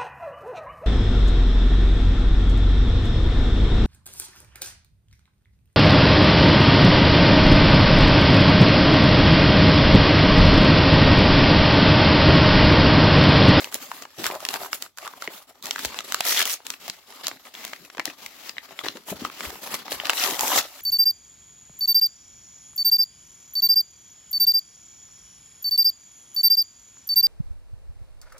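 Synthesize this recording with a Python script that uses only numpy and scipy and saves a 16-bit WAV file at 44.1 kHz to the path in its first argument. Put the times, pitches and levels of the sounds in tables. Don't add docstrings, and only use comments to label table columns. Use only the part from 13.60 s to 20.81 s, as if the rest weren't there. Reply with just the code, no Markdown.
import sys
import numpy as np
from scipy import signal
from scipy.fft import rfft, irfft, next_fast_len
from scipy.io import wavfile
from scipy.ndimage import uniform_filter1d, map_coordinates

SR = 44100
rng = np.random.default_rng(int(sys.argv[2]) if len(sys.argv) > 2 else 0)


def master_out(mix):
    frames = np.transpose(np.atleast_2d(mix))
    ceiling = np.clip(frames, -1, 1)
    pcm = np.round(ceiling * 32767).astype(np.int16)
    wavfile.write(sys.argv[1], SR, pcm)


N = 317941

# f/Hz, level/dB
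MIC_RESPONSE = [(30, -7), (55, -2), (5000, -1), (7400, 0.5), (8600, -8.5), (10500, -5), (15000, -5)]
ATTACK_S, RELEASE_DB_PER_S = 0.011, 456


def amp(db):
    return 10 ** (np.asarray(db) / 20)


def unit(x):
    return x / np.sqrt(np.mean(x ** 2) + 1e-20)


def along(points, hz):
    f, v = np.transpose(points)
    return np.interp(np.log(hz + 1), np.log(f + 1), v)


def wobble(rate):
    knots = rng.standard_normal(int(N * rate / SR) + 4)
    return map_coordinates(knots, [np.arange(N) * rate / SR])


def filtered(x, response):
    m = next_fast_len(N + SR // 2)
    hz = np.fft.rfftfreq(m, 1 / SR)
    return irfft(rfft(x, m) * response(hz), m)[..., :N]


def causal(gain):
    cepstrum = irfft(np.log(np.maximum(gain, 1e-6)))
    half = len(cepstrum) // 2
    folded = np.r_[cepstrum[0], 2 * cepstrum[1:half], np.zeros(half)]
    return np.exp(rfft(folded))


def add(track, s, sound):
    part = track[:, max(round(s * SR), 0):][:, :sound.shape[-1]]
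    part += sound[..., :part.shape[1]]


def ports(pair, hz):
    # f/Hz, likeness/1
    likeness = [(100, 1), (300, 0.85), (700, 0.83), (1400, 0.5), (2800, 0.27), (6000, 0), (14000, 0.016)]
    turn = np.arccos(np.clip(along(likeness, hz), -1, 1)) / 2
    mid, side = pair[0] * np.cos(turn), pair[1] * np.sin(turn)
    return np.array([mid + side, mid - side])


def sway():
    # t/s, left over right/dB
    balance = [(0, 1), (.7, 0.5), (1.6, 0), (2.5, 1.5), (3.2, 1), (3.7, 0.5), (4.3, 2.5), (5.0, 3.5),
               (5.7, 0.5), (6.6, 2), (7.2, 0.5)]
    left_db = np.interp(np.arange(N) / SR, *np.transpose(balance))
    return amp(np.array([[.5], [-.5]]) * left_db)


def gesture(length, swell_db):
    t = np.arange(SR // 2) / SR - ATTACK_S / 2
    attack = np.clip(t / ATTACK_S + .5, 0, 1)
    hold_db = swell_db * (np.clip(t / length, 0, 1) - .5)
    return attack * amp(hold_db - RELEASE_DB_PER_S * np.maximum(t - length, 0))


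def handling(slack_db=-15):
    # bulging/dB, flexing/dB, fizz/dB
    strokes = [(0, 0.087, -39.5, -14, -10, -5, -1.5), (0.113, 0.042, -39.5, 10, -11.5, -5.5, 2),
               (0.2, 0.043, -40.5, 5, -15, -4.5, 0.5), (0.254, 0.14, -45.5, 5.5, -11.5, -3, 0),
               (0.401, 0.018, -49, 18, -9, -2, -1.5), (0.542, 0.045, -51, 0, -37, -3, 1.5),
               (0.581, 0.048, -38.5, -0.5, -2.5, -5.5, -1), (0.633, 0.039, -30.5, 0, -17, -3.5, -2),
               (0.686, 0.074, -42.5, -1, -10, 8, 0.5), (0.769, 0.092, -45.5, 11.5, -14, -1, -0.5),
               (0.887, 0.075, -37, 3.5, -12.5, 0, -0.5), (0.989, 0.073, -40, 3.5, -9.5, 3, 2.5),
               (1.116, 0.028, -39, 10.5, -14, -4.5, 6), (1.197, 0.027, -50, 2, -13, -5, 1),
               (1.22, 0.039, -45, -11, -7, -2.5, 5.5), (1.373, 0.087, -46, 5, -16, 1, -2),
               (1.503, 0.1, -52.5, 2, -10, 1, 1), (1.598, 0.043, -42.5, 10.5, -20, -3.5, -2),
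               (1.702, 0.12, -47.5, -10, -15, 0.5, 2), (1.869, 0.027, -53.5, 8, -9.5, -3, 0),
               (1.943, 0.11, -61, -9, -6, 1, -3), (2.034, 0.048, -36.5, 0, -11, -2, -3),
               (2.083, 0.17, -38.5, 14, -15, -8, -2.5), (2.274, 0.12, -40.5, 5, -14.5, -3.5, -5),
               (2.442, 0.17, -39, 0, -16.5, -6, -2.5), (3.049, 0.094, -47, 3, -12, -6, 0),
               (3.332, 0.046, -49, -9, -29, -9, -5), (3.473, 0.14, -49, 4, -12.5, -0.5, -2.5),
               (3.635, 0.093, -40.5, -13, -16.5, -6, -8), (3.712, 0.044, -52.5, -3, -1, 1, 1),
               (3.845, 0.032, -48, 1.5, -13.5, -1, -2), (4.183, 0.077, -53.5, 6, -3, -24, -0.5),
               (4.455, 0.067, -42, -9, -16, -2, -6), (4.92, 0.05, -56.5, 13, -4, -3, -6),
               (5.032, 0.031, -48, -8, -16, -3, -4), (5.08, 0.053, -49, 0, -8, -1, -6),
               (5.155, 0.061, -48, 6, -15, -2.5, -2), (5.238, 0.087, -39.5, -13, -8.5, -9, -6.5),
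               (5.351, 0.032, -48, -6, -1, -3, -4), (5.459, 0.046, -41.5, 13.5, -10, -4.5, 4),
               (5.55, 0.12, -42.5, 9.5, -6, -2, -4.5), (5.79, 0.07, -38.5, 4, -7.5, -3, 0),
               (5.869, 0.13, -43.5, -3.5, -7.5, -3, -0.5), (6.014, 0.052, -38, 6.5, -11, -4.5, 0.5),
               (6.088, 0.062, -36.5, 11.5, -12, -2, -1), (6.181, 0.044, -42.5, -9, -7, -4, -4),
               (6.251, 0.061, -39.5, 1, -17, -3, -7), (6.305, 0.036, -31, 1.5, -10, -6, 1),
               (6.373, 0.083, -41, 6, -13, -2.5, -4), (6.448, 0.14, -34.5, -3, -19, -2.5, -7)]
    # from/s, to/s
    pauses = [(1.265, 1.368), (1.815, 2.022)]
    t = np.arange(N) / SR
    loose = sum(np.clip((t - start) / ATTACK_S, 0, 1) * (t < end) for start, end in pauses)
    grip_db = -55.5 + np.array([[-15.5], [-3.5], [0], [-2]]) + slack_db * loose
    power = amp(grip_db) ** 2
    for start, length, db, swell_db, bulge_db, flex_db, fizz_db in strokes:
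        registers = amp(db + np.array([bulge_db, flex_db, 0, fizz_db]))
        add(power, start - ATTACK_S / 2, np.outer(registers, gesture(length, swell_db)) ** 2)
    return 10 * np.log10(power)


def grains(rate, low_hz, high_hz, cycles, spread_db, size):
    count = int(rate * N / SR)
    when, pitch, strength, left, right = rng.random((count, 5)).T[:, :, None]
    hz = low_hz + (high_hz - low_hz) * pitch
    turns = np.float32(hz / SR) * np.arange(size, dtype=np.float32)
    strength = np.minimum(-np.log(1 - strength), 4)
    fade = amp(spread_db * strength) * np.sqrt(hz) * np.exp(-turns / cycles)
    at = ((when * N).astype(int) + np.arange(size)).ravel()
    channels = []
    for phase in (left, right):
        rings = fade * np.sin(2 * np.pi * (turns + np.float32(phase)))
        channels.append(np.bincount(at, rings.ravel(), N)[:N])
    return unit(np.array(channels))


def hollow(hz):
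    # f/Hz, width/Hz, height/dB
    box_modes = [(278.5, 83, 8.5), (394, 17, 6), (583, 37, 3.5), (750, 90, 3.5), (885, 18, 5.5),
                 (1214, 150, 2)]
    return sum(db / (1 + (2 * (hz - centre) / width) ** 2) for centre, width, db in box_modes)


def paper(drive, spectrum, low_hz, high_hz, smooth_db):
    m = next_fast_len(N + 8192)
    hz = np.fft.rfftfreq(m, 1 / SR) + 1
    band = 1 / np.sqrt((1 + (low_hz / hz) ** 8) * (1 + (hz / high_hz) ** 8))
    drive = drive + amp(smooth_db) * rng.standard_normal((2, N))
    colour = band * amp(along(spectrum, hz) + hollow(hz) - along(MIC_RESPONSE, hz))
    return unit(irfft(ports(rfft(drive, m) * colour, hz), m)[:, :N])


def jerks(rate, depth_db, settle_s):
    t = np.arange(N) / SR
    gap, strength = rng.random((int(2 * rate * N / SR), 2)).T
    slips = np.r_[0, np.cumsum(.5 + gap) / rate]
    last = np.minimum(np.searchsorted(slips, t, side="right") - 1, len(gap) - 1)
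    settling = np.exp(-(t - slips[last]) / settle_s)
    return unit(amp(depth_db * (-0.5 + strength[last]) * settling))


def rustle(bulge_db, flex_db, crackle_db, fizz_db):
    # f/Hz, density/dB per Hz
    rubbed = [(53, -43), (90, -10.5), (244, -4.5), (278, -4), (338, -4), (385, -1), (804, -4.5), (1270, 2),
              (1790, -1), (2130, -4), (2380, -7), (7490, -5), (8720, -19.5), (12100, -16), (16000, -16)]
    bulge = grains(300, 83, 760, cycles=1.74, spread_db=3, size=800)
    bulge = amp(bulge_db + 1.5) * paper(bulge, rubbed, 69, 590, smooth_db=11.5)
    flex = grains(600, 351, 1924, cycles=3.2, spread_db=1.0, size=450)
    flex = amp(flex_db - 2.0) * paper(flex, rubbed, 580, 1105, smooth_db=2.5)
    crackle = grains(1200, 1000, 8560, cycles=2.9, spread_db=1.5, size=120)
    crackle = amp(crackle_db - 1.5) * paper(crackle, rubbed, 2025, 5230, smooth_db=4.5)
    fizz = grains(2400, 8800, 14200, cycles=3.6, spread_db=3.0, size=40)
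    fizz = amp(fizz_db + 2.0) * paper(fizz, rubbed, 9200, 16600, smooth_db=6.0)
    ticks = grains(130, 960, 6200, cycles=3.0, spread_db=-0.5, size=160)
    ticks = amp(crackle_db - 14.0) * paper(ticks, rubbed, 520, 15000, smooth_db=-37)
    motion = jerks(80, depth_db=8, settle_s=0.0042) * amp(1.72 * wobble(90))
    return motion * (bulge + flex + crackle + fizz + ticks)


def reshaped(x, depth_db):
    hz, t, z = signal.stft(x, SR, nperseg=1024)
    at = np.meshgrid(7 * np.log2(1 + hz / 400), 16 * t, indexing="ij")
    field = map_coordinates(rng.standard_normal((48, 128)), at)
    return signal.istft(z * unit(amp(depth_db * field)), SR, nperseg=1024)[1][:, :N]


def snaps(size=2048):
    # (f/Hz, height/dB)
    pops = [(.0047, -30, 520, 10, 1), (.044, -25, 2860, 7, 4), (0.072, -37.5, 694, 6, 9),
            (0.125, -35, 1590, 6, 3), (0.1439, -14, 6200, -2.5, -2.5), (0.3156, -25.5, 1040, 6, 9),
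            (0.4223, -33, 3080, -17, 9.5), (0.4522, -34.5, 1070, 6.5, 8), (.642, -22, 1970, 2, 7),
            (0.658, -22, 1380, 8, 6), (0.6658, -16.5, 1500, 14, -1), (0.7007, -25.5, 624, 2, 10),
            (.7115, -30, 2200, 9, 8), (.722, -33, 600, 9, 9), (.736, -32, 600, 7, 10),
            (.743, -34, 1100, 6, 10), (0.752, -33, 520, 12, 2), (0.804, -33, 1180, 17, -1),
            (0.827, -35.5, 685, 5, 15), (0.8512, -21.5, 3200, 5, 6), (.864, -35, 1000, 6, 4),
            (0.8878, -19.5, 4300, 2, 9), (0.91, -35, 900, 8, -1), (0.9405, -21, 940, 5, 1.5),
            (.952, -31, 700, 7, 5), (0.958, -28.5, 1650, 9, 9), (1.005, -37, 720, 10, 6),
            (1.015, -37, 650, 10, 3), (1.0335, -30, 690, 10.5, 3.5, (1400, 9)), (1.047, -35, 1300, 6, 6),
            (1.0599, -32.5, 1030, 15, 6), (1.1305, -19, 1300, 11, 2, (2300, 8), (2800, 7), (5300, 14),
            (13000, 9)), (1.2235, -23, 3720, 5.5, 1.5), (1.2625, -40, 1380, 7, 8),
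            (1.3738, -36, 1380, 16, -1), (1.385, -29.5, 1530, 11, 0), (1.45, -36, 1090, 11, 7),
            (1.458, -35, 1110, 18, 6), (1.467, -31, 1370, 7, 14), (1.4765, -28.5, 1190, 18, 2),
            (1.536, -37, 1010, 7, 11), (1.6224, -27, 1250, 9.5, 3.5), (1.676, -24.5, 1940, 10, 11),
            (2.0256, -33, 3900, 13, -2.5), (2.057, -25, 1500, -7, 0), (2.0681, -29, 1680, 3, 1),
            (2.1095, -18.5, 3000, 3, 4, (3800, 5), (5600, 10)), (2.1599, -24.5, 1580, 10, 5.5),
            (2.182, -31.5, 1460, 5, 13), (2.192, -26.5, 1670, 5, 4.5), (2.2495, -19, 587, 4, 1),
            (2.2558, -21, 4400, 9, -0.5), (2.344, -31.5, 1120, 8, 4), (2.389, -23.5, 3100, 5, 11.5),
            (2.4059, -29.5, 1220, 9, 3), (2.5225, -19.5, 1320, 4.5, 1), (2.5445, -18, 4650, 10, 1.5),
            (2.5453, -18, 1200, 12.5, 2), (2.6065, -17.5, 716, 16.5, 0), (2.6077, -19, 3030, 8, 4),
            (2.652, -25, 1400, 3, 0), (2.667, -22.5, 2700, 8, 2), (2.686, -19, 5800, 12, -3),
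            (2.7243, -21, 2600, -3, 7), (2.7286, -22, 3400, 0, -2), (2.747, -25, 1700, 5, 1),
            (2.773, -23.5, 3720, 12, 1), (2.778, -21, 3300, 6, 18), (2.7932, -16, 3740, 4, 1),
            (2.802, -21, 1720, 18, 4), (2.8048, -21, 1650, 6, 2), (2.827, -22, 4100, 9, 3),
            (2.8168, -20, 2230, 4, 4.5), (2.8547, -16, 3150, 16, -4.5), (2.859, -26, 3000, 2, 0),
            (2.868, -26, 2100, 5, -2), (2.876, -18, 2020, 29.5, -8), (2.897, -22, 3400, 4, -2),
            (2.902, -25, 2100, 8, 0), (2.928, -24, 6000, 3, 0), (2.9335, -24, 6500, 2, 0),
            (2.9391, -23, 6550, 9.5, 2), (3.003, -44.5, 1180, -5, 17), (3.067, -26, 5640, -8, 8),
            (3.1032, -22, 5300, -4, 8), (3.138, -34, 2670, 4, 12), (3.28, -27.5, 674, 13.5, -0.5),
            (3.2987, -24, 4400, 2, 8), (3.524, -41, 1200, 0, 4.5), (3.669, -19, 5000, 3, 4, (4200, 9),
            (6200, 4)), (3.682, -19.5, 660, 14.5, -2), (3.7139, -32.5, 1480, -6, 13.5),
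            (3.7704, -48, 2070, 9, 9), (3.853, -45, 2310, 7, 9), (3.87, -46, 1900, 5, 9),
            (3.94, -40, 3000, 3, 4), (3.9506, -37, 3230, 9, 15), (4.042, -34, 2000, 7, 5),
            (4.05, -25, 640, 9, -1, (2100, 6), (3400, 6)), (4.078, -37, 1720, 5, 3),
            (4.1315, -35, 600, 5, 3), (4.134, -29, 2200, 3, 9, (1300, 7)), (4.1611, -42, 2070, 10, 3),
            (4.25, -43, 2580, 10, 2), (4.3004, -38.5, 1760, 3, 7), (4.3486, -40, 660, -1, 5.5),
            (4.3715, -35, 500, 4, 4), (4.3809, -30, 1410, -3, 11), (4.3959, -20.5, 1180, 2.5, 6, (1800, 7),
            (2250, 7)), (4.4014, -26.5, 2030, 5, 15), (4.4551, -19.5, 4200, 6, 1.5),
            (4.4774, -32.5, 1910, 15, 13), (4.5001, -35.5, 2600, 4, 16), (4.6618, -28.5, 2070, 13, 2),
            (4.8938, -27.5, 2900, 0, 7, (4900, 12), (7000, 5)), (4.968, -38, 2020, 6, 15, (2900, 6)),
            (4.982, -26, 2100, 11, 11, (2750, 9), (3700, 12)), (5.1082, -41, 685, 7, 5),
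            (5.1904, -25.5, 2200, 3, 11, (3500, 15), (7000, 7)), (5.212, -36, 1220, 25, 5),
            (5.247, -31, 840, 1, 7), (5.258, -29.5, 1940, 11, 6), (5.2642, -28, 770, 1, 10),
            (5.2844, -21.5, 2850, 7, 11, (4150, 14), (5500, 8)), (5.3582, -40, 520, 8, 4),
            (5.371, -37, 1110, 9, 4), (5.485, -35, 975, 5, 19), (5.6496, -20.5, 1270, 13, 8.5),
            (5.699, -34.5, 1530, 3, 10), (5.807, -27, 2190, -2, 12), (5.833, -35, 1920, 11, 11),
            (5.851, -32.5, 2220, 8, 16), (5.9035, -33.5, 1030, 4, 4), (5.956, -37.5, 1030, 11, 8),
            (6.074, -31.5, 497, 5, 3.5), (6.1422, -22.5, 1130, 2.5, 1.5), (6.2808, -32, 950, 0, 8),
            (6.3196, -22.5, 513, 10, 1), (6.327, -26.5, 4460, 8, 10), (6.4, -24, 2950, 8, 21),
            (6.4546, -25.5, 2870, 8, 8), (6.469, -26, 1990, 5, 4.5), (6.4963, -14, 2870, 8, 2.5, (2800, 7)),
            (6.4965, -17, 1480, 1.5, 11), (6.5026, -19.5, 1960, 4, 3), (6.533, -24.5, 1500, -4, 9),
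            (6.598, -24, 5000, 14, 10), (6.615, -31, 2010, 17, 8), (6.6389, -18.5, 3450, 4, 3),
            (6.709, -26, 4000, 4, 3), (6.7933, -18, 890, 1, 2, (5000, 6)), (6.809, -13, 900, 23, -4),
            (6.817, -28.5, 950, 14, 6), (6.823, -29.5, 960, 12, 6), (6.833, -20.5, 820, 15, 5.5, (1300, 6)),
            (6.844, -25.5, 870, 10, 14), (6.851, -26, 870, 14, 8), (6.8798, -22, 6030, 6, 3),
            (6.903, -26, 1000, 11, 6), (6.917, -24, 960, 14, 3), (6.922, -24, 786, 12, 3.5),
            (6.933, -24, 1100, 12, 6), (6.961, -20.5, 7100, 5, 5), (6.976, -21, 1220, -3, 3.5),
            (6.992, -22, 3000, -3, 3)]
    base_t60_s, crisp_db = 0.01012, 60
    facet_width_oct, facet_damping_hz = 0.2, 130
    upper_spacing_oct, upper_db = 0.591, 5
    out = np.zeros((2, N))
    t, hz = np.arange(size) / SR, np.fft.rfftfreq(size, 1 / SR) + 1
    for s, db, pitch_hz, ring_db, dullness, *modes in pops:
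        t60 = base_t60_s * 10 ** (-(db + 25) / crisp_db)
        burst = rng.standard_normal((2, size)) * amp(-60 * t / t60)
        burst *= 1 + 0.4 * np.exp(-t / 0.000084)
        drive = rfft(burst)
        drive /= np.sqrt(abs(uniform_filter1d(abs(drive) ** 2, size=50)) + 1e-9)

        octaves = np.log2(hz / pitch_hz)
        width_oct = facet_width_oct + facet_damping_hz / pitch_hz
        main_mode = 1 / (1 + (octaves / width_oct) ** 2)
        upper_octaves = (np.arange(4) + 1 + rng.random(4))[:, None] * upper_spacing_oct
        further_db = upper_db * np.sum(1 / (1 + ((octaves - upper_octaves) / 0.048) ** 2), axis=0)
        if modes:
            further_db = sum(mode_db / (1 + (np.log2(hz / mode_hz) / 0.11) ** 2) for mode_hz, mode_db in modes)
        tilt_db = 4 * np.minimum(octaves, 0) - dullness * np.maximum(octaves, 0)
        facet_db = ring_db * main_mode + further_db + tilt_db

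        clean = main_mode * np.clip(ring_db / 12, 0, 1)
        click = np.exp(-2j * np.pi * hz * t60 / 20)
        drive = np.sqrt(1 - clean ** 2) * ports(drive, hz) + clean * click
        radiated = hz ** 2 / (hz ** 2 + 200 ** 2)
        snap = irfft(drive * causal(amp(facet_db) * radiated))
        snap *= np.clip(2 - 4 * t / t[-1], 0, 1)
        snap /= np.sqrt(np.sum(snap ** 2, axis=1, keepdims=True) / (.005 * SR))
        add(out, s, snap * amp(db))
    return amp(0.5) * out


def room(x, size=8192):
    # f/Hz, t60/s
    decay_times = [(150, 0.36), (1000, 0.11), (5000, 0.15), (15000, 0.064)]
    out = np.zeros((2, N))
    for first in range(0, N, size):
        hz, t, z = signal.stft(rng.standard_normal((2, size)), SR, nperseg=256)
        decay = amp(-60 * np.maximum(t - .018, 0) / along(decay_times, hz)[:, None])
        tail = signal.istft(ports(z, hz[:, None]) * decay, SR, nperseg=256)[1]
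        tail[:, :SR // 300] = 0
        tail /= np.linalg.norm(tail[0])
        add(out, first / SR, signal.fftconvolve(x[:, first:first + size], tail, axes=1))
    return out


def hush():
    spectrum = [(30, -7), (60, 9), (150, -2), (1000, -31), (15000, -38)]  # f/Hz, level/dB
    air = filtered(rng.standard_normal((2, N)), lambda hz: amp(along(spectrum, hz)))
    return amp(-74.5) * unit(air)


def bumps():
    # t/s, relative level/dB, pitch f/Hz
    pushes = [(0.585, -36, 163), (0.598, -27, 317), (0.655, -45, 89), (.758, -23, 623), (1.676, -24.5, 325),
              (1.908, -40, 710), (2.254, -38, 67), (3.292, -37, 180), (4.389, -30.5, 286),
              (4.477, -29, 298), (5.264, -31, 323), (5.354, -31.5, 343), (5.517, -23.5, 197),
              (5.522, -21.5, 312), (5.526, -24.5, 605), (5.539, -45, 80), (5.618, -26.5, 265),
              (5.62, -38, 99), (5.865, -36, 64), (6.334, -42, 64.5), (6.435, -27, 600), (6.721, -29, 304),
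              (6.973, -39, 70), (7.052, -32.5, 600)]
    out, t = np.zeros((2, N)), np.arange(SR // 4) / SR
    for s, db, hz in pushes:
        t60 = 0.036 * (300 / hz) ** 0.72
        around = signal.butter(2, [hz / 2, min(hz * 1.52, SR / 3)], "band", fs=SR, output="sos")
        flutter = unit(signal.sosfilt(around, rng.standard_normal(len(t))))
        push = np.sin(2 * np.pi * hz * t) + .5 * flutter
        thump = amp(db + 5.0 - 60 * t / t60) * (1 - np.exp(-t * hz * 2)) * push
        above = signal.butter(1, hz / 2, "high", fs=SR, output="sos")
        add(out, s, signal.sosfilt(above, thump))
    return out


def tearing(bulge_db=-12):
    # t/s, fibre bundles/dB, flexing/dB, fine fibres/dB
    short_rip = [(2.62, -46, -73, -56), (2.652, -25.5, -32.5, -28.5), (2.692, -21, -33.5, -23),
                 (2.728, -23, -40, -25.5), (2.738, -27.5, -38, -31), (2.78, -19.5, -39, -26),
                 (2.829, -22.5, -31, -28.5), (2.842, -37, -57, -52), (2.86, -32.5, -36, -39),
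                 (2.912, -26, -45.5, -28), (2.941, -31.5, -44, -30), (2.98, -53, -66, -67)]
    long_rip = [(6.53, -60, -48, -39), (6.575, -26, -42.5, -30), (6.645, -22.5, -28, -26),
                (6.785, -37, -36, -38.5), (6.815, -32, -32.5, -29.5), (6.87, -30, -32, -28),
                (6.94, -24.5, -27, -28), (6.985, -16, -22, -19), (7.02, -35, -42, -42),
                (7.11, -47.5, -57, -51.5), (7.209, -44, -52, -46.5)]
    s, *levels = np.transpose(short_rip + long_rip)
    t = np.arange(N) / SR
    torn = ((t > short_rip[0][0]) & (t < short_rip[-1][0])) | (t > long_rip[0][0])
    bundles, flex, fibres = [np.where(torn, np.interp(t, s, level), -np.inf) for level in levels]
    return flex + bulge_db, flex, bundles, fibres


def rip(bulge_db, flex_db, bundle_db, fibre_db):
    # f/Hz, density/dB per Hz
    torn = [(53, -54), (90, -31.5), (393, -12), (457, -11.5), (721, 0), (1350, -1.5), (1470, -5),
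            (1950, 0.5), (2380, -2.5), (3010, 0), (5780, -1), (7490, -13), (8720, -24), (15000, -11.5),
            (16000, -17)]
    bulge = grains(300, 100, 696, cycles=1.06, spread_db=2.5, size=800)
    bulge = amp(bulge_db + 5.0) * paper(bulge, torn, 75, 550, smooth_db=-5)
    flex = grains(700, 342, 1787, cycles=4.7, spread_db=-0.5, size=450)
    flex = amp(flex_db - 2) * paper(flex, torn, 570, 1470, smooth_db=-2)
    bundles = grains(1000, 1220, 7730, cycles=2.5, spread_db=0.0, size=200)
    bundles = amp(bundle_db - 4.5) * paper(bundles, torn, 1070, 5200, smooth_db=-2)
    bundles = bundles * amp(1.3 * wobble(70))
    fibres = grains(3500, 7300, 16200, cycles=3.9, spread_db=2.0, size=40)
    fibres = amp(fibre_db + 5.0) * paper(fibres, torn, 8370, 11700, smooth_db=0.0)
    breaks = grains(220, 1040, 11500, cycles=0.47, spread_db=-4.5, size=80)
    breaks = amp(bundle_db - 8.0) * paper(breaks, torn, 1040, 17000, smooth_db=-30)
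    jolts = grains(160, 1260, 4600, cycles=5.5, spread_db=-3, size=400)
    jolts = amp(bundle_db - 10) * paper(jolts, torn, 990, 5600, smooth_db=-30)
    motion = jerks(170, depth_db=5.5, settle_s=0.0013) * amp(0.75 * wobble(110))
    return motion * (bulge + flex + bundles + fibres + breaks + jolts)


def slides():
    # start/s, length/s, level/dB, swell/dB,
    # resonance at the start f/Hz, at the end f/Hz, its height/dB, tilt/dB per octave
    glides = [(3.2, .09, -40, 5, 3000, 3300, 3, .3), (3.938, .115, -39, 3, 1850, 2100, 6, 0),
              (4.06, .11, -43, -7, 2100, 2250, 5, 0), (4.578, .078, -42, 8, 760, 860, 6, 0),
              (4.665, .11, -45, 3, 2100, 2000, 7, .6), (4.778, .112, -40, 9, 1950, 1800, 5, .5),
              (5.71, .08, -41, 6, 2450, 2750, 6, 0)]
    # f/Hz, density/dB per Hz
    skin = [(50, -45), (140, -11), (280, -4), (700, -3), (1100, -1), (1600, -3), (2200, -1), (4500, -1),
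            (7400, -5), (8700, -14), (12000, -7), (16000, -7)]
    out = np.zeros((2, N))
    for start, length, db, swell_db, from_hz, to_hz, height_db, tilt in glides:
        gain = gesture(length, swell_db)
        hz, t, z = signal.stft(rng.standard_normal((2, len(gain))), SR, nperseg=512)
        hz = hz[:, None] + 1
        octaves = np.log2(hz / np.interp(t, [0, length], [from_hz, to_hz]))
        panel_db = height_db / (1 + (octaves / .14) ** 2) + tilt * octaves
        colour = amp(along(skin, hz) + hollow(hz) + panel_db - along(MIC_RESPONSE, hz))
        rub = signal.istft(ports(z, hz) * colour, SR, nperseg=512)[1][:, :len(gain)]
        add(out, start - ATTACK_S / 2, amp(db) * gain * unit(rub))
    flutter = amp(1.4 * wobble(180))
    return out * flutter * jerks(70, depth_db=12, settle_s=0.002)


def scene():
    # f/Hz, left over right/dB
    lean = [(80, 6.5), (300, 2.5), (700, 1), (1400, -2), (2800, 3.5), (5500, -1.5), (11000, 0.5)]
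    place = sway()
    handled = rustle(*handling()) + rip(*tearing())
    sheet = place * (reshaped(handled, depth_db=1.8) + slides())
    parcel = filtered(sheet + bumps(), lambda hz: amp(along(lean, hz) * np.array([[.5], [-.5]])))
    pops = place * snaps()
    echoes = room(amp(-14.0) * parcel + amp(-14.5) * pops)
    return parcel + pops + echoes + hush()


def record(dry):
    top_hz = 16000

    def response(hz):
        return amp(along(MIC_RESPONSE, hz)) * np.clip((top_hz + 150 - hz) / 300, 0, 1)

    return filtered(dry, response)


dry = scene()
out = record(dry)
master_out(out)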